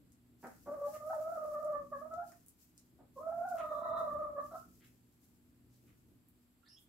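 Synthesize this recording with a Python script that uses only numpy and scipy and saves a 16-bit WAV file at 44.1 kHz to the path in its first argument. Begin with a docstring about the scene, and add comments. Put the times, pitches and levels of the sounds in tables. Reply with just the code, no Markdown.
"""In a small chicken coop, a hen clucks, then draws out two long, wavering calls.
Thin membranes in her voice box (the syrinx) make the tone. In the middle of the second call its two
sides pull apart in pitch, and she turns hoarse. Other hens rustle through straw, scrape the ground
and peck at the feeders, and a small bird whistles at the end.
The walls echo briefly, over a faint distant rumble and a motor's hum."""
import sys
import numpy as np
from scipy import signal
from scipy.fft import rfft, irfft, next_fast_len
from scipy.io import wavfile
from scipy.ndimage import map_coordinates

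SR = 44100
rng = np.random.default_rng(int(sys.argv[2]) if len(sys.argv) > 2 else 0)


def wav_record(signal):
    """Record a signal, one row per channel, as 16-bit PCM in the file named by sys.argv[1]."""
    frames = np.transpose(np.atleast_2d(signal))
    bounded = np.clip(frames, -1, 1)
    # unit amplitude maps onto the largest positive 16-bit level
    quanta = np.round(bounded * 32767).astype(np.int16)
    wavfile.write(sys.argv[1], SR, quanta)


N = 303419
ATTACK_S, RELEASE_T60_S = .012, 0.16  # a "t60" is the time a sound takes to fade by 60 dB

# The hen's two long calls. The octave is a tone at twice the pitch of the base tone.
# (time [s], pitch [Hz], base tone level [dB], octave level [dB])
FIRST_CALL = [(.67, 569.5, -50, -59), (.73, 592.5, -43.5, -54.5), (.785, 576.4, -48, -62.5),
              (.82, 581.4, -44.5, -57), (.853, 591.2, -32.5, -44.5), (.915, 603, -53.5, -70),
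              (.955, 604.4, -44, -52), (.985, 600, -58.5, -60.5), (1.05, 617.3, -41.5, -55.5),
              (1.12, 648, -41.5, -48), (1.17, 620, -39, -64), (1.21, 622.5, -38.5, -57.5),
              (1.25, 618, -41, -53), (1.3, 663.7, -41.5, -49), (1.39, 634.4, -41, -52),
              (1.455, 610.6, -37.5, -49.5), (1.51, 613, -46, -53.5), (1.567, 595, -36.5, -42),
              (1.6, 613, -45, -54), (1.7, 604.2, -39, -50), (1.755, 588.3, -40, -44),
              (1.83, 570.7, -49.5, -61.5)]
SECOND_CALL = [(3.168, 538.8, -54.5, -60), (3.191, 535.2, -45, -56), (3.205, 602.5, -52, -60),
               (3.225, 633.3, -44.5, -56), (3.256, 661.2, -50, -54.5), (3.27, 667.2, -39.5, -56.5),
               (3.35, 671.8, -43.5, -60.5), (3.395, 680.2, -38, -58.5), (3.452, 720, -39.5, -55.5),
               (3.516, 717.7, -37.5, -52), (3.56, 683, -39.5, -59), (3.601, 642.3, -40, -41.5),
               (3.663, 619, -44, -50.5), (3.72, 615.7, -43.5, -47), (3.799, 620.2, -42, -50),
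               (3.898, 620, -40.5, -47.5), (3.98, 618, -39.5, -44), (4.038, 620.3, -41, -51.5),
               (4.099, 598, -42.5, -43.5), (4.149, 603, -40, -49.5), (4.246, 601.8, -41.5, -44),
               (4.337, 585.5, -50, -59.5), (4.36, 560, -46.5, -54.5), (4.386, 582.5, -37.5, -44),
               (4.41, 591, -50.5, -47), (4.455, 595.2, -52.5, -62)]
# Short notes that round off the calls.
# (time [s], length [s], start pitch [Hz], end pitch [Hz], base tone level [dB], octave level [dB])
CLOSING_NOTES = [(1.927, 0.02, 579.4, 555.4, -43, -43.5), (2.024, 0.027, 602.3, 631.4, -44, -52.5),
                 (2.114, 0.024, 639, 649, -46, -49), (2.174, 0.019, 678, 685, -41, -57),
                 (2.257, 0.042, 693.5, 689, -55, -78), (4.521, .036, 653.7, 661.4, -49, -53)]


def hen_calls(boost_db=1.63):
    """The hen holds two long calls and ends them with short notes, all raised by boost_db."""
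    out = np.zeros(N)
    for call in (FIRST_CALL, SECOND_CALL):
        times, *controls = np.transpose(call)
        t = note_times(times[0], times[-1])
        add(out, t[0], syrinx(t, *[np.interp(t, times, c) for c in controls]))
    for s, length, start_hz, end_hz, base_db, octave_db in CLOSING_NOTES:
        t = note_times(s, s + length)
        hz = np.interp(t, [s, s + length], [start_hz, end_hz])
        add(out, t[0], syrinx(t, hz, base_db, octave_db))
    return amp(boost_db) * out


CLEAR_ROUGHNESS, EDGE_ROUGHNESS, EDGE_S = .07, 0.13, 0.055  # notes are rougher as they start and end
SPLIT_STRAIN, SPLIT_RATIO = 0.27, 1.065  # at this strain the two sides reach their widest pitch ratio
BEAK_HZ, BEAK_OCTAVES = 3890, 0.091  # where the open beak rings, and over how wide a range
# How hoarse the second call and its closing note are. (time [s], strain [0-1])
STRAIN = [(3.55, 0), (3.6, 0.31), (3.76, 0.32), (3.82, 0.72), (3.9, 0.47), (3.98, 0.88), (4.05, 0.4),
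          (4.1, 0.14), (4.37, 0.02), (4.42, 0.12), (4.5, .1), (4.55, 0.4), (4.72, 0.22)]
# How the throat passes the tone at three times the pitch. (frequency [Hz], gain over the octave [dB])
THIRD_HARMONIC = [(1680, -16), (1725, -30), (1870, -22), (1980, -32), (2150, -34)]
# How the throat colours breath and clucks. (frequency [Hz], level [dB])
THROAT = [(71, -32.5), (140, -13.5), (230, 1), (340, -3), (450, -5.5), (560, 1), (860, -2.5), (1050, -13),
          (1250, -9), (1480, -8.5), (1900, -18), (2500, -25), (3200, -45), (5200, -87)]


def syrinx(t, hz, base_db, octave_db, beat_db=-2, half_db=-12, rasp_db=-32, growl_db=-19,
           ring_db=-27, beak_db=-30, flutter_db=1.5, pushed_db=-44):
    """Membranes vibrate to make one note; under strain a second, higher tone beats against it."""
    drift = lambda rate: wobble(rate, size=len(t))
    strain = np.clip(np.interp(t, *np.transpose(STRAIN), left=0, right=0), 0, 1)
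    age = t - t[0]
    released_s = np.maximum(t - (t[-1] - RELEASE_T60_S), 0)
    edges = np.exp(-age / EDGE_S) + 2 * np.minimum(released_s / EDGE_S, 1)
    roughness = CLEAR_ROUGHNESS + EDGE_ROUGHNESS * edges + strain
    fade = np.minimum(age / ATTACK_S, 1) * amp(-60 * released_s / RELEASE_T60_S)
    # the membranes never settle: pitch and strength flutter
    waver = .015 * drift(70) + .019 * drift(260) + .03 * roughness * drift(150)
    flutter = flutter_db * drift(71.14)
    base = fade * amp(base_db + flutter + 2.7 * drift(100))
    octave = fade * amp(octave_db + flutter + 2.9 * drift(130))
    phase = 2 * np.pi * np.cumsum(hz * (1 + waver)) / SR
    # the third harmonic drops away as the octave falls below pushed_db
    third = octave * amp(along(THIRD_HARMONIC, 3 * hz) + 0.99 * (octave_db - pushed_db) + 4 * drift(25))
    tone = np.sqrt(1 - strain) * base * np.sin(phase) + octave * np.sin(2 * phase)
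    tone += third * np.sin(3 * phase + .6 * drift(200))
    # the other side of the voice box joins in
    other_hz = hz * (1 + (SPLIT_RATIO - 1) * np.minimum(strain / SPLIT_STRAIN, 1))
    other_phase = 2 * np.pi * np.cumsum(other_hz * (1 + .014 * drift(130))) / SR
    other_side = 1.6 * base * np.sin(other_phase) + 0.59 * octave * np.sin(2 * other_phase)
    tone += strain * amp(beat_db) * other_side
    # every other vibration differs, which adds a tone at 1.5 times that side's pitch
    halfway = roughness * amp(half_db + 4 * drift(60)) * base
    tone += halfway * np.sin(1.5 * other_phase + 1.1 * drift(190))
    tone *= 1 + roughness * amp(growl_db) * drift(600)  # uneven vibrations growl
    # air escapes through the throat in one puff per vibration
    puffs = rng.standard_normal(len(t)) * (1 + np.cos(phase))
    rasp = amp(rasp_db) * (base + octave) * coloured(puffs, THROAT)
    # under strain the beak rings with the puffs and a patchy tone at six times the pitch
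    ring = amp(3 * drift(35)) * np.sin(6 * phase + .5 * drift(550))
    beak = amp(ring_db) * ring + amp(beak_db) * band(puffs, BEAK_HZ, BEAK_OCTAVES)
    return tone + rasp + strain * octave * beak


# Moments when the hen's voice cracks. (time [s], length [s], pitch [Hz], level [dB])
VOICE_CRACKS = [(.865, 0.038, 843, -50.5), (1.095, 0.024, 735, -37.5), (1.13, 0.0096, 871.4, -37),
                (2.21, 0.044, 798, -51), (3.161, 0.054, 518.5, -50), (3.31, 0.031, 820, -50),
                (4.535, 0.047, 752, -48.5)]


def voice_cracks(scatter=0.043, octave_db=-16):
    """For a moment the membranes jump to another, unsteady note."""
    out = np.zeros(N)
    for s, length, hz, db in VOICE_CRACKS:
        progress, shape = swell(length)
        phase = 2 * np.pi * np.cumsum(hz * (1 + scatter * wobble(292)[:len(progress)])) / SR
        octave = amp(octave_db - 20 * np.log2(hz / 750))  # the throat favours a low note's octave
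        add(out, s, amp(db) * shape * (np.sin(phase) + octave * np.sin(2 * phase)))
    return out


# Clucks and the creaky starts of notes.
# (time [s], level before gain_db [dB], fade t60 [s], pulse rate [Hz], treble limit [Hz])
CLUCKS = [(.429, -38, 0.19, 226, 2190), (.658, -44, 0.52, 340, 1180), (2.986, -55, 0.21, 240, 1100),
          (4.514, -50.5, .14, 210, 1100)]


def clucks(rise_s=0.019, rattle_t60=0.021, gain_db=-8):
    """A short run of uneven pulses, each a brief rattle, rings in the throat."""
    out, t = np.zeros(N), np.arange(SR // 4) / SR
    rattle_fade = amp(-60 * t[t < rattle_t60] / rattle_t60)
    for s, db, t60, rate, top_hz in CLUCKS:
        cycles = np.floor(np.cumsum(rate * (1 + 0.251 * wobble(250)[:len(t)])) / SR)
        snaps = np.diff(cycles, prepend=-1)
        rattle = np.convolve(snaps, rattle_fade)[:len(t)] * rng.standard_normal(len(t))
        pulses = unit(rattle) + 1.2 * unit(snaps)
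        muffled = filtered(pulses, lambda hz: 1 / np.sqrt(1 + (hz / top_hz) ** 4))
        shape = np.minimum(0.25 + t / rise_s, 1) * amp(-60 * np.maximum(t - rise_s, 0) / t60)
        add(out, s, amp(db + gain_db) * shape * coloured(muffled, THROAT))
    return out


# Hens stepping in the straw. (time [s], level before gain_db [dB], settling t60 [s])
STEPS = [(0.409, -63.5, 5.5), (.85, -55.5, 0.84), (0.942, -48, 0.24), (1.07, -59, 3.3), (1.45, -62.5, 1),
         (1.949, -64.5, 1.3), (2.25, -61.5, 0.94), (2.6, -61, 0.53), (2.77, -66, 0.65), (3.151, -68, 10),
         (3.48, -61, 2.1), (3.979, -60, 0.76), (4.418, -61, 1.7), (4.56, -54.5, 0.27), (4.74, -59.5, .3),
         (4.85, -59.5, 0.29), (5.219, -65.5, 0.64), (5.71, -69, 1.9)]
# The bright rustle of dry stalks. (frequency [Hz], level [dB])
STALKS = [(1470, -26), (2500, -10.5), (3560, -13.5), (4990, -5), (7490, -2.5), (8730, -7.5), (13200, -0.5),
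          (15600, -6)]


def straw_steps(gain_db=-4, crackle=0.44, sink_s=0.055, constant_stir_db=-80.5):
    """Dry stalks rub and crackle as each foot sinks in, then slowly settle."""
    t = np.arange(N) / SR
    power = amp(constant_stir_db) ** 2
    for s, db, t60 in STEPS:
        tread = np.clip((t - s) / sink_s + .5, 0, 1)
        power = power + (tread * amp(db - 60 * np.maximum(t - s, 0) / t60)) ** 2
    snaps = (rng.random(N) < 260 / SR) * rng.standard_normal((2, N))  # about 260 a second
    flicker_db = 1.4 * wobble(30)
    rustle = coloured(rng.standard_normal((2, N)) + crackle * unit(snaps), STALKS)
    return np.sqrt(power) * amp(gain_db + flicker_db) * rustle


# Beak taps and snapping stalks. (time [s], level [dB], centre frequency [Hz])
PECKS = [(0.1204, -60.5, 8260), (.471, -56, 7800), (1.065, -54.5, 12570), (1.147, -59, 7650),
         (1.647, -56.5, 7540), (2.139, -57, 6580), (2.276, -60, 7000), (2.319, -57.5, 7300),
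         (2.463, -56, 11020), (2.484, -50, 9650), (2.778, -52.5, 7460), (3.4886, -55, 7780),
         (3.585, -53.5, 7100), (6.286, -57, 13200)]


def pecks(tick_t60=0.0074, spill_t60=0.049, spill_db=-15):
    """A beak makes a dry tick, then grain and husks stir briefly."""
    out, t = np.zeros((2, N)), np.arange(SR // 6) / SR
    for s, db, hz in PECKS:
        shape = amp(-60 * t / tick_t60) + amp(spill_db - 60 * t / spill_t60)
        add(out, s, amp(db) * shape * band(rng.standard_normal((2, len(t))), hz, octaves=0.71))
    return out


# Claws scraping the ground. (time [s], length [s], level [dB], centre frequency [Hz])
SCRAPES = [(0.929, 0.049, -66.5, 1420), (2.31, 0.029, -70.5, 1300), (3.569, 0.06, -58, 1540),
           (4.798, 0.08, -72.5, 2170), (5.684, 0.12, -84.5, 5100), (5.851, 0.074, -79.5, 1850),
           (6.773, 0.08, -72.5, 11700)]


def claw_scrapes():
    """A claw drags over packed earth in a run of tiny catches."""
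    out = np.zeros(N)
    for s, length, db, hz in SCRAPES:
        progress, shape = swell(length)
        catches = rng.standard_normal(len(progress)) ** 3  # cubing makes the noise spiky
        add(out, s, amp(db) * shape * band(catches, hz, octaves=0.92))
    return out


# The small bird's notes. (time [s], length [s], start pitch [Hz], end pitch [Hz], relative level [dB])
WHISTLES = [(6.624, 0.026, 1290, 1396, -77.5), (6.648, 0.045, 1646, 1764, -74.5),
            (6.648, 0.038, 3295, 4130, -77), (6.671, 0.038, 3890, 4920, -66.5),
            (6.681, 0.1, 5250, 5310, -69.5), (6.698, 0.038, 2710, 2940, -78),
            (6.758, 0.039, 3190, 3300, -68.5)]


def small_bird(octave_db=-14):
    """Each thin, scratchy whistle slides up quickly and levels off."""
    out = np.zeros(N)
    for s, length, start_hz, end_hz, db in WHISTLES:
        progress, shape = swell(length)
        slide_left = np.cos(np.pi / 2 * np.minimum(2 * progress, 1)) ** 2
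        hz = end_hz + (start_hz - end_hz) * slide_left
        # the wider the slide, the less steady the note
        tremble = 1 + (.016 + .27 * (1 - start_hz / end_hz)) * wobble(1200)[:len(progress)]
        phase = 2 * np.pi * np.cumsum(hz * tremble) / SR
        scratch = 1 + .55 * wobble(900, size=len(progress))
        add(out, s, amp(db) * shape * scratch * (np.sin(phase) + amp(octave_db) * np.sin(2 * phase)))
    return out


# How much of the hen's voice reaches the walls. (frequency [Hz], gain [dB])
VOICE_TO_WALLS = [(600, -7), (1200, 0)]
# How long the coop rings. (frequency [Hz], fade t60 [s])
ECHO_FADE = [(200, 0.5), (420, 0.27), (800, 0.25), (2000, 0.33), (10000, 0.14)]


def wall_echo(hen, other_sounds, step_s=.3, delay_s=0.004004):
    """The walls give a short echo, which shifts as the birds move about."""
    sound = filtered(hen, lambda hz: amp(along(VOICE_TO_WALLS, hz))) + other_sounds
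    out, t = np.zeros((2, N)), np.arange(N) / SR
    for s in np.arange(0, N / SR + step_s, step_s):  # each overlapping piece gets its own random echo
        hz, age, noise = signal.stft(rng.standard_normal((2, SR // 2)), SR, nperseg=256)
        fade = amp(-60 * age / along(ECHO_FADE, hz)[:, None])
        tail = signal.istft(noise * fade, SR, nperseg=256)[1]
        near = np.abs(t - s) < step_s
        if near.any():
            piece = sound[..., near] * np.cos(np.pi / 2 * (t[near] - s) / step_s)
            echo = signal.fftconvolve(piece, tail / np.linalg.norm(tail[0]), axes=1)
            add(out, t[near][0] + delay_s, echo)
    return out


# How the distant rumble and hum rise and fall together. (time [s], level [dB])
DRONE_LEVEL = [(0, -64.5), (.2, -71), (.7, -63.5), (1.4, -65.5), (1.8, -60.5), (2.6, -72), (3.3, -63.5),
               (4.2, -60.5), (5.17, -70.5), (5.28, -68), (5.62, -68.5), (5.92, -66), (6.52, -73.5),
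               (6.78, -71.5)]
# The motor's tones. (pitch [Hz], level relative to DRONE_LEVEL [dB])
MOTOR_HUM = [(60.7, -25.5), (121.5, -7), (243, -4)]
# The tone colours of the low rumble and of the air's soft hiss. (frequency [Hz], level [dB])
RUMBLE = [(20, -21.5), (70, -0.5), (140, -6.5), (180, -3), (215, -6.5), (290, -3), (420, -15), (900, -36.5),
          (2000, -120)]
AIR = [(300, -33.5), (600, -1.5), (4900, -12), (6100, -31), (7500, -6), (9400, -16), (12500, -6),
       (15600, -24.5)]


def motor_and_air(rumble_db=-1, air_db=-79):
    """A distant motor hums inside a low rumble, under the faint hiss of still air."""
    t = np.arange(N) / SR
    level_db = np.interp(t, *np.transpose(DRONE_LEVEL))
    hum = sum(amp(db + 3.5 * wobble(4)) * np.sin(2 * np.pi * hz * t + 0.43 * wobble(8.4))
              for hz, db in MOTOR_HUM)
    rumble = amp(rumble_db + 1.5 * wobble(9)) * coloured(stereo_noise(side_db=-9), RUMBLE)
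    air = amp(air_db) * coloured(stereo_noise(side_db=-0.5), AIR)
    return amp(level_db) * (rumble + hum) + air


def deep_swell(start_s=3.4, length_s=0.56, level_db=-72.5, centre_hz=50.3):
    """A faint, deep rumble rises and falls once."""
    out = np.zeros(N)
    progress, shape = swell(length_s)
    rumble = band(rng.standard_normal(len(progress)), centre_hz, octaves=0.88)
    add(out, start_s, amp(level_db) * shape * rumble)
    return out


def note_times(start, end):
    """The times that a note covers, from its fade-in to the end of its fade-out."""
    return np.arange(start - ATTACK_S, end + RELEASE_T60_S, 1 / SR)


def amp(db):
    """Turn decibels into a number to multiply by."""
    return 10 ** (np.asarray(db) / 20)


def unit(x):
    """Scale x to an average strength (rms) of 1."""
    return x / np.sqrt(np.mean(x ** 2) + 1e-20)


def along(points, hz):
    """Read between the rows of a (frequency, value) table, on a log frequency scale."""
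    frequencies, values = np.transpose(points)
    return np.interp(np.log(hz + 1), np.log(frequencies + 1), values)


def wobble(rate, size=N):
    """A smooth curve through `rate` random points a second."""
    points = rng.standard_normal(int(size * rate / SR) + 4)
    return map_coordinates(points, [np.arange(size) * rate / SR])


def filtered(x, response):
    """Multiply each frequency in x by response(hz)."""
    n = x.shape[-1]
    padded = next_fast_len(n + 8192)
    return irfft(rfft(x, padded) * response(np.fft.rfftfreq(padded, 1 / SR)), padded)[..., :n]


def coloured(x, spectrum):
    """Shape x with a (frequency, level) table, at strength 1."""
    return unit(filtered(x, lambda hz: amp(along(spectrum, hz))))


def band(x, centre_hz, octaves):
    """Keep the part of x around centre_hz, at strength 1."""
    return unit(filtered(x, lambda hz: np.exp(-(np.log2((hz + 1) / centre_hz) / octaves) ** 2)))


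def stereo_noise(side_db):
    """White noise for two ears; a higher side_db sounds wider."""
    mid, side = rng.standard_normal((2, N))
    return np.array([mid + amp(side_db) * side, mid - amp(side_db) * side])


def add(track, s, x):
    """Mix x into track from time s."""
    part = track[..., max(round(s * SR), 0):][..., :x.shape[-1]]
    part += x[..., :part.shape[-1]]


def swell(length):
    """Progress from 0 to 1 through a short sound, and its rounded rise and fall."""
    progress = np.linspace(0, 1, max(int(length * SR), 16))
    return progress, np.abs(np.sin(np.pi * progress))


def panned(x, left_db, left_late_ms=0):
    """Place a sound between the ears by level and arrival time."""
    sides = np.array([[1], [-1]]) / 2
    delay = sides * left_late_ms / 1000
    return amp(sides * left_db) * filtered(x, lambda hz: np.exp(-2j * np.pi * hz * delay))


def scene():
    """The calling hen, the feeders and the small bird are to the right, the feet to the left."""
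    hen = hen_calls() + voice_cracks() + clucks()
    taps, claws, whistles = pecks(), claw_scrapes(), small_bird()
    echo = wall_echo(hen, amp(0.5) * (taps + claws) + amp(3) * whistles)
    caller = panned(hen, left_db=-2, left_late_ms=.06)
    feet = panned(claws + straw_steps(), left_db=2.4)
    feeders = panned(taps, left_db=-2.5)
    songbird = panned(amp(2) * whistles, left_db=-7)
    return caller + feet + feeders + songbird + echo + motor_and_air() + deep_swell()


def record(dry):
    """Cut away the very highest treble, above 15780 Hz."""
    return filtered(dry, lambda hz: hz < 15780)


dry = scene()
out = record(dry)
wav_record(out)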